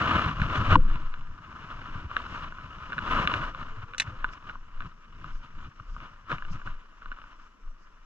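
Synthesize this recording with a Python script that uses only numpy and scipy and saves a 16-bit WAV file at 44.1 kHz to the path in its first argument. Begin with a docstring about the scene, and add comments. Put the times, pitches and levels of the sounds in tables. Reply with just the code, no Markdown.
"""Shirt and strap rub, tick and creak on a small sealed camera, strapped to an angler's chest in an open boat.
The rub is clumped noise and the ticks are short grainy blows, both ringing the modes of the housing.
Body jolts and knocks are brief low swings; the reel's bail snaps shut once, as three noise bursts ringing
metal modes. Far below lie a wash of banded noise for water and air, a thin whine, short pure gurgles and hiss.
"""
import sys
import numpy as np
from scipy import signal
from scipy.io import wavfile

SR = 44100
rng = np.random.default_rng(int(sys.argv[2]) if len(sys.argv) > 2 else 0)


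def persist_wave(psi):
    """Save psi, clipped to +-1, as 16-bit WAV."""
    counts = np.round(np.clip(psi, -1, 1) * 32767).astype(np.int16)
    wavfile.write(sys.argv[1], SR, np.atleast_2d(counts).T)


N = 355005


def amp(db):
    """Decibels to gain."""
    return 10 ** (np.asarray(db) / 20)


def rms_one(x):
    """Scale to rms 1."""
    return x / np.sqrt(np.mean(x ** 2) + 1e-20)


def drift(rate_hz):
    """Slow chance movement with rms 1: noise through two poles at rate_hz, computed every 20 samples."""
    pole = np.exp(-2 * np.pi * rate_hz * 20 / SR)
    noise = rng.standard_normal(N // 20 + 4002)
    slow = signal.lfilter([1], [1, -2 * pole, pole * pole], noise)[4000:]  # skip the settling
    return np.interp(np.arange(N) / 20, np.arange(len(slow)), rms_one(slow))


def resonate(x, hz, width_hz, lead=0.0):
    """Two-pole resonance with gain near 1 on top, its ringing shifted ahead by lead radians."""
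    r, w = np.exp(-np.pi * width_hz / SR), 2 * np.pi * hz / SR
    b = 2 * (1 - r) * np.array([np.cos(lead), -r * np.cos(w - lead)])
    return signal.lfilter(b, [1, -2 * r * np.cos(w), r * r], x + 1e-18)


def bands(spectrum, alike, patchy_db):
    """Stereo noise in half-octave bands, each flickering a little; rms 1."""
    hz, level_db = np.transpose(spectrum)
    edges, out = 30 * 2 ** np.arange(0, 8.6, .5), 0
    white = rng.standard_normal((2, 2, N))
    share = np.clip(alike, 0, 1)
    for k, (low, high) in enumerate(zip(edges, edges[1:])):
        if low < hz[-1]:
            band = signal.butter(3, [low, high], "band", fs=SR, output="sos")
            mid, side = signal.sosfilt(band, white[k % 2])
            level = np.interp(np.log(low * high) / 2, np.log(hz), level_db)
            gain = amp(level + patchy_db * drift(22))
            out = out + gain * (np.sqrt(1 + share) * mid + np.sqrt(1 - share) * side * [[1], [-1]])
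    return rms_one(out)


def swings(rows, lopsided):
    """A few swings under a bell-shaped envelope for every row; lopsided is the share of the octave above."""
    t, out = np.arange(N) / SR, np.zeros(N)
    for s, level_db, hz, length in rows:
        near = slice(max(int((s - 2 * length) * SR), 0), int((s + 2 * length) * SR))
        u = t[near] - s
        swing = np.cos(2 * np.pi * hz * u) + lopsided * np.cos(4 * np.pi * hz * u)
        out[near] += amp(level_db) * np.exp(-np.log(16) * (u / length) ** 2) * swing
    return out


# Housing modes, from broad body modes up to the top, shared by ticks and rub:
# (frequency [Hz], nominal width [Hz], left level [dB], right level [dB], lead of right port [rad])
BODY_MODES = [(231, 178, 0, -1.5, 0.05), (589, 320, -3.5, -5.5, -0.2)]
LOW_MODES = [(1005, 133, -3, -5.5, 0.69), (1222, 277, 0.5, -2, 0.48), (1465, 183, -8, -3.5, 1.2),
             (1670, 260, -12, -13.5, 1.5)]
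MIDDLE_MODES = [(2264, 880, -1, 0, 2.03), (2872, 328, 4, 0, 1.3), (3440, 370, -4.5, -14, 1.5),
                (3910, 560, -12.5, -11.5, 1.3)]
TOP_MODES = [(5050, 1400, -13, 5.5, 9.3), (6250, 1400, -8.5, -1, 0.8), (7200, 600, -10.5, -19.5, 9)]


def housing(drives, modes):
    """Each mode builds up and dies (a resonance applied twice), with its own level and phase at each port."""
    out = np.zeros((2, N))
    for drive, (hz, width_hz, left_db, right_db, lead) in zip(drives, modes):
        swing = resonate(drive, hz, 1.45 * width_hz)
        out[0] += amp(left_db) * resonate(swing, hz, 1.1 * width_hz)
        out[1] += amp(right_db) * resonate(swing, hz, 0.77 * width_hz, lead)
    return out


# Spectrum of water and air: (frequency [Hz], relative level per Hz [dB])
WASH_SPECTRUM = [(80, -36.5), (115, -28), (160, 2), (350, -9), (583, -11.5), (834, -32.5), (1240, -7.5),
                 (1920, -14), (4170, -35), (5840, -23.5), (9220, -58.5)]


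def wash():
    """Water and air: flickering noise bands, mostly unlike at the two ports."""
    return amp(-66.5) * bands(WASH_SPECTRUM, alike=0.24, patchy_db=3.5)


# Faint whine ahead of the membrane: (frequency [Hz], width of each resonance [Hz], left rms level [dB])
WHINE_TONES = [(5695, 12, -81.5), (6835, 12, -85), (9110, 14, -87)]


def whine():
    """Noise through very narrow resonances gives thin unsteady tones, weaker and inverted at the right port."""
    out = 0
    for hz, width_hz, level_db in WHINE_TONES:
        noise = rng.standard_normal(N)
        out = out + amp(level_db) * rms_one(resonate(resonate(noise, hz, width_hz), hz, width_hz))
    return out * [[1], [-.3]]


# Short pure gurgles: (time [s], level [dB], frequency [Hz], length at half height [s])
GURGLE_TONES = [(3.56, -56, 523, .04), (3.74, -57, 436, .06), (3.90, -59, 472, .05),
                (3.95, -58.5, 520, .04), (4.14, -55.5, 516, .04)]


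def gurgles():
    """Air pockets ring briefly under the hull, a little louder on the left."""
    return swings(GURGLE_TONES, lopsided=0) * amp([[.7], [-.7]])


# The bail snapping shut: (time [s], relative level [dB], treble tilt about 4 kHz [dB per octave])
BAIL_SNAPS = [(3.981, -26, 10), (3.999, -16.5, 6), (4.019, -35, 0)]
# Metal of the reel: (frequency [Hz], relative level [dB], nominal t60 [s]; it rings 3.8 times shorter)
REEL_MODES = [(1373, -24, 0.097), (1631, -14.5, 0.16), (1820, 4, 0.025), (2100, 4.5, 0.042),
              (2584, 2, 0.051), (2848, 0.5, 0.086), (3080, -13, 0.093), (3520, -0.5, 0.13),
              (3930, 2, 0.067), (5030, -23, 0.13), (5560, -2, 0.091), (6010, -6.5, 0.05),
              (6360, -8.5, 0.097), (6780, -25, 0.092), (7600, -27.5, 0.076), (8258, -25.5, 0.083)]


def bail():
    """Each snap rattles the reel's modes, then scatters about the hull as a short dense tail of noise."""
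    s, level_db, tilt_db = np.transpose(BAIL_SNAPS)
    at, age = (s * SR).astype(int), np.arange(2500) / SR
    fade = np.exp(-age / 0.0039) + 0.33 * np.exp(-age / .009)
    rattle = rng.standard_normal((len(at), 2500)) * fade
    out = np.zeros((2, N))
    for hz, mode_db, t60 in REEL_MODES:
        drive, width_hz = np.zeros(N), 3.8 * np.log(1000) / np.pi / t60
        gains = amp(level_db + mode_db + tilt_db * np.log2(hz / 4000) + 9.5)
        for i, burst, gain in zip(at, rattle, gains):
            drive[i:i + 2500] += gain * burst
        left = resonate(drive, hz, width_hz)
        right = resonate(drive, hz, width_hz, lead=rng.uniform(0, 2.56))
        out += [left, right]
    return out


def sway(rumble_db):
    """Deep wobble between jolts: noise rung twice at 19 Hz, following 0.22 of the rumble's swing in dB."""
    hz, width_hz = 19, 12
    wobble = resonate(resonate(rng.standard_normal(N), hz, width_hz), hz, width_hz)
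    return amp(-49.5 + 0.22 * (rumble_db + 56)) * rms_one(wobble)


# Jolts through the chest: (time [s], level [dB], frequency [Hz], length at half height [s])
JOLTS = [(0.432, -31.5, 36, 0.17), (0.602, -31.5, 12, 0.091), (0.718, -13.5, 16.3, 0.082),
         (0.802, -12.5, 17.8, 0.16), (0.92, -19, 19, 0.065), (1.063, -22.5, 13.7, 0.13),
         (1.227, -30, 13, 0.16), (1.932, -34, 15.5, 0.092), (2.493, -36.5, 19, 0.13),
         (3.154, -28.5, 25.4, 0.13), (3.447, -32.5, 26, 0.087), (3.717, -32.5, 12.6, 0.16),
         (4.235, -30.5, 20.6, 0.092), (4.622, -37.5, 16.3, 0.15), (4.791, -29, 14, 0.1),
         (5.353, -27, 17.7, 0.083), (5.58, -35.5, 13.7, 0.14), (5.926, -31.5, 29, 0.096),
         (6.347, -34, 17, 0.067), (6.508, -27, 12.8, 0.14), (6.712, -28, 15.3, 0.11),
         (7.102, -33.5, 19.6, 0.079), (7.39, -44.5, 18.7, 0.19), (7.683, -30, 19, 0.073)]
# Dull knocks against the housing, same columns
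HOUSING_KNOCKS = [(.4205, -14, 101, 0.005), (.728, -14, 94, 0.048), (.7578, -2.5, 1022, .0037),
                  (.764, -19.5, 286, 0.014), (.78, -37, 508, 0.033), (3.79, -37, 104, 0.028),
                  (3.84, -32.5, 96, 0.0099), (4.083, -27.5, 92, 0.011), (4.246, -25, 1000, 0.0046),
                  (5.81, -39, 100, 0.011), (6.337, -29.5, 142, 0.017)]


def thumps(rumble_db):
    """The chest pushes the whole housing; now and then something knocks against it, with opposite sign."""
    jolts = swings(JOLTS, lopsided=.2)
    knocks = swings(HOUSING_KNOCKS, lopsided=0.039)
    return (jolts - knocks + sway(rumble_db)) * amp([[.9], [-.9]])


def creaks(rub_db):
    """Small chance ticks, one in each fifth of a second, as loud as the rub allows; columns as for the ticks."""
    per_s = 5
    draw = rng.random((int(per_s * N / SR), 4))
    s = (np.arange(len(draw)) + draw[:, 0]) / per_s
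    level_db = rub_db[(s * SR).astype(int)] + 14 - 9.1 * draw[:, 1]
    centre_hz = 1000 * 1.5 ** draw[:, 2]
    bright_db = -20 + 10 * (draw[:, 3] - .5)
    return np.transpose([s, level_db, centre_hz, bright_db])


# Clear ticks of strap, mount and rod:
# (time [s], relative level [dB], centre frequency [Hz], relative brightness [dB])
CLEAR_TICKS = [(0.3972, -25, 1290, -17), (0.417, -18, 1520, -12.5), (0.636, -32, 1320, -22),
               (0.755, -14, 1404, -11), (0.9566, -25, 970, -17.5), (1.1393, -31, 1300, -9.5),
               (1.2096, -39.5, 1050, -11), (2.113, -26.5, 1160, -22), (2.1658, -11.5, 1480, -16),
               (2.5222, -28.5, 1210, -24), (2.584, -30, 1230, -26), (2.9213, -25, 1420, -18),
               (2.9298, -23.5, 1480, -17.5), (2.9803, -19.5, 1400, -18.5), (2.9884, -21.5, 1350, -14),
               (3.274, -13.5, 1430, -6.5), (3.3387, -16.5, 1450, -8.5), (3.547, -28.5, 1260, -17),
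               (3.9354, -31, 1190, -12), (3.946, -32.5, 1430, -11.5), (4.0752, -34.5, 1180, -19),
               (4.2246, -37, 1470, -27), (4.2432, -15, 1380, -21.5), (4.2896, -33, 1450, -14),
               (4.334, -34.5, 1300, -13), (4.4951, -30, 1430, -15), (4.554, -26, 1076, -38),
               (4.8048, -27, 1320, -17.5), (4.8204, -31.5, 1400, -17), (5.2425, -29, 1230, -21),
               (5.7982, -35, 1210, -24.5), (5.9636, -31, 1170, -34), (6.003, -36, 1190, -15),
               (6.2891, -38, 1150, -20), (6.3025, -29, 1260, -18), (6.316, -19.5, 1500, -17.5),
               (6.3265, -17, 993, -22), (6.3563, -32, 1400, -15), (6.383, -32.5, 1230, -12),
               (6.4221, -26.5, 1360, -25), (6.4496, -35, 1420, -14), (6.615, -35, 1480, -31),
               (6.6732, -27, 1450, -24), (7.02, -35.5, 1290, -25), (7.0575, -29.5, 1250, -19),
               (7.1159, -27, 1280, -19), (7.124, -34.5, 1470, -17), (7.1718, -36, 1250, -23),
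               (7.1862, -33.5, 1230, -22), (7.216, -38.5, 1300, -15), (7.2393, -35.5, 1210, -22)]


def ticks(rub_db):
    """Each tick is a soft blow with a short grainy aftermath; it favours the low modes near its centre."""
    s, level_db, centre_hz, bright_db = np.transpose(np.vstack([CLEAR_TICKS, creaks(rub_db)]))
    at, modes = (s * SR).astype(int), LOW_MODES + MIDDLE_MODES + TOP_MODES + BODY_MODES
    # the low modes' own left level is taken out, so only nearness to the centre counts there
    colour_db = [-75.0 * np.log2(mode[0] / centre_hz) ** 2 - mode[2] for mode in LOW_MODES]
    colour_db += [bright_db] * len(MIDDLE_MODES)
    colour_db += [bright_db - 30.0] * len(TOP_MODES)
    colour_db += [np.full(len(s), -19)] * len(BODY_MODES)      # dull thud under each tick
    fade = np.exp(-np.arange(900) / SR / .004)
    grain = .035 * rng.standard_normal((len(at), len(modes), 900)) * fade
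    # the blow itself; neighbouring modes swing in opposition
    grain[:, ::2, 0] = 1
    grain[:, 1::2, 0] = -1
    grain *= amp(2.53 * rng.standard_normal((len(at), len(modes), 1)))      # every tick lands on another spot
    drives = np.zeros((len(modes), N + 900))
    mode_levels_db = np.transpose(level_db + 33 + np.array(colour_db))
    for i, burst, levels in zip(at, grain, mode_levels_db):
        drives[:, i:i + 900] += amp(levels)[:, None] * burst
    # the blow travels through strap and mount, so each mode takes a few cycles to build
    softened = [resonate(d[:N], mode[0], 1.47 * mode[1]) for d, mode in zip(drives, modes)]
    return housing(softened, modes)


def top_band(scratch_db):
    """A thin hissy band high in the treble, around 9 to 13 kHz, swells with the scratch and flickers a little."""
    band = signal.butter(4, [9300, 13400], "band", fs=SR, output="sos")
    noise = rms_one(signal.sosfilt(band, rng.standard_normal((2, N))))
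    return amp(1.32 * scratch_db - 24.5 + 3.0 * drift(20)) * noise


# Airy puffs of rod and line cutting the air: (time [s], level [dB], length at half height [s])
AIR_PUFFS = [(0.578, -59, 0.023), (2.35, -74, .1), (4.334, -62, 0.02), (5.358, -72.5, .06),
             (5.924, -73.5, 0.087), (6.525, -60, 0.029), (7.427, -79, 0.055), (7.83, -76.5, 0.053)]


def air_puffs():
    """Bell-shaped gain for the airy top as rod and line cut the air."""
    t = np.arange(N) / SR
    return sum(amp(db) * np.exp(-np.log(16) * ((t - at) / length) ** 2) for at, db, length in AIR_PUFFS)


# Steady rubbing of the shirt: (time [s], relative rub level [dB], relative dull rumble level [dB])
STEADY_RUB = [(0.0, -28.5, -29.5), (0.2, -30, -35.5), (0.3, -34, -35), (0.36, -51, -41),
              (0.47, -41.5, -34.5), (0.661, -50, -36.5), (0.76, -52, -20.5), (0.82, -49.5, -39.5),
              (1.2, -62.5, -59), (1.4, -55, -53), (1.52, -47, -52), (1.98, -45.5, -44.5), (2.081, -54, -50),
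              (2.12, -45.5, -49), (2.3, -43, -48.5), (2.44, -43.5, -46), (2.5, -51.5, -49),
              (2.8, -46.5, -51.5), (3.0, -42.5, -44), (3.14, -28, -36.5), (3.248, -29, -36.5),
              (3.28, -47, -42), (3.42, -34.5, -40), (3.5, -41, -43.5), (3.54, -58, -52.5),
              (4.2, -53.5, -59.5), (4.6, -60, -58.5), (6.9, -61.5, -80), (6.999, -57.5, -67),
              (7.3, -55.5, -71.5), (7.55, -64, -74.5), (8.05, -62, -73)]
# Single drags of the strap as the arms move: (peak time [s], relative rub level [dB],
# relative rumble level [dB], rise over 20 dB of rub [s], fall over 20 dB of rub [s])
STRAP_DRAGS = [(0.42, -33, -32, 0.13, 0.13), (0.56, -29.5, -38, 0.14, 0.1),
               (0.741, -25, -20.5, 0.18, 0.024), (0.9, -46.5, -47.5, 0.12, 1), (3.341, -30, -35, 0.1, 0.11),
               (3.59, -42, -45.5, 0.11, 0.3), (3.83, -47.5, -55, 0.12, 0.038), (4.08, -46, -45, 0.17, .25),
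               (4.3, -48.5, -49.5, 0.17, 0.16), (4.478, -44, -43.5, 0.075, 0.12),
               (4.869, -48.5, -39.5, 0.19, 0.051), (5.269, -48.5, -40, 0.17, 0.15),
               (5.45, -52, -51, 0.058, 0.052), (5.67, -52, -44.5, 0.37, 0.044),
               (5.81, -57, -47.5, 0.065, 0.055), (6.03, -50.5, -45.5, 0.21, 0.25),
               (6.319, -32, -41, 0.035, 0.074), (6.57, -49, -43.5, 0.46, 0.16),
               (6.66, -43.5, -37.5, .03, .12), (7.11, -61.5, -56.5, .15, 0.085)]
# Bright scratch against the rub: (time [s], level [dB])
SCRATCH_LEVEL = [(0, -13), (.7, -13), (1.4, -15), (2.3, -12.5), (3.3, -14), (4.1, -14.5), (5.5, -11.5),
                 (6.3, -14.5), (6.5, -12), (7.2, -13.5), (8.05, -14)]


def rubbing():
    """Levels in dB of rub, rumble and scratch: the powers of the steady rub and every drag add."""
    t = np.arange(N) / SR
    s, *columns = np.transpose(STEADY_RUB)
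    power = [amp(np.interp(t, s, c)) ** 2 for c in columns]
    for at, rub_db, rumble_db, rise, fall in STRAP_DRAGS:
        shape_db = -20 * np.where(t < at, (at - t) / rise, (t - at) / fall)
        power[0] = power[0] + amp(rub_db + shape_db) ** 2
        power[1] = power[1] + amp(rumble_db + 1.47 * shape_db) ** 2
    rub_db, rumble_db = 10 * np.log10(power)
    scratch_db = rub_db + np.interp(t, *np.transpose(SCRATCH_LEVEL))
    return rub_db, rumble_db, scratch_db


# Dull rumble of the rub: (frequency [Hz], relative level per Hz [dB])
RUMBLE_SPECTRUM = [(35, -1), (60, 4), (95, 2), (140, -0.5), (200, -7), (290, -12.5), (400, -24)]


def rub(rub_db, rumble_db, scratch_db):
    """Fibres catch and slip: noise in short clumps shakes every mode a little differently."""
    swish_db = 0.72 * scratch_db - 26.5      # the airy top rises more slowly than the scratch
    clumps = amp(1.44 * drift(17) + 2.0 * drift(70))

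    def shake(modes, clumping):
        """Separate noise for each mode, sharing the same clumps."""
        noise = rng.standard_normal((len(modes), N))
        return rms_one(housing(clumps ** clumping * noise, modes))

    low, body = shake(LOW_MODES, 1), shake(BODY_MODES, 1)
    middle, top = shake(MIDDLE_MODES, 1), shake(TOP_MODES, 0.18)
    rumble = bands(RUMBLE_SPECTRUM, alike=0.98, patchy_db=2.5) * amp(3.5 * drift(16) + [[.8], [-.8]])
    return (amp(rub_db + 2.0) * low
            + amp(1.18 * rub_db - 2.0) * body
            + amp(scratch_db + 6.5) * middle
            + (amp(swish_db) + air_puffs()) * top
            + amp(rumble_db + 1.82) * rms_one(rumble))


def scene():
    """All sources at the two ports; the sealing membrane dulls most, the bail's snap rolls off more gently."""
    rub_db, rumble_db, scratch_db = rubbing()
    background = wash() + whine() + gurgles()
    sealed = background + thumps(rumble_db) + ticks(rub_db) + rub(rub_db, rumble_db, scratch_db)
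    dulled = signal.sosfilt(signal.butter(8, 7860, fs=SR, output="sos"), sealed)
    snap = signal.sosfilt(signal.butter(3, 7000, fs=SR, output="sos"), bail())
    return dulled + snap + top_band(scratch_db)


def record(dry):
    """The microphones add a dull hiss, loud peaks are rounded below 0.97 and the top is cut."""
    hiss_db, overload, cutoff_hz = -86, .97, 16000
    hiss = amp(hiss_db) * rms_one(signal.lfilter([1], [1, -.7], rng.standard_normal(dry.shape)))
    rounded = dry / (1 + (np.abs(dry) / overload) ** 4) ** (1 / 4)
    top_cut = signal.cheby2(10, 60, cutoff_hz, fs=SR, output="sos")      # 60 dB down from the cutoff
    return signal.sosfilt(top_cut, rounded + hiss)


dry = scene()
out = record(dry)
persist_wave(out)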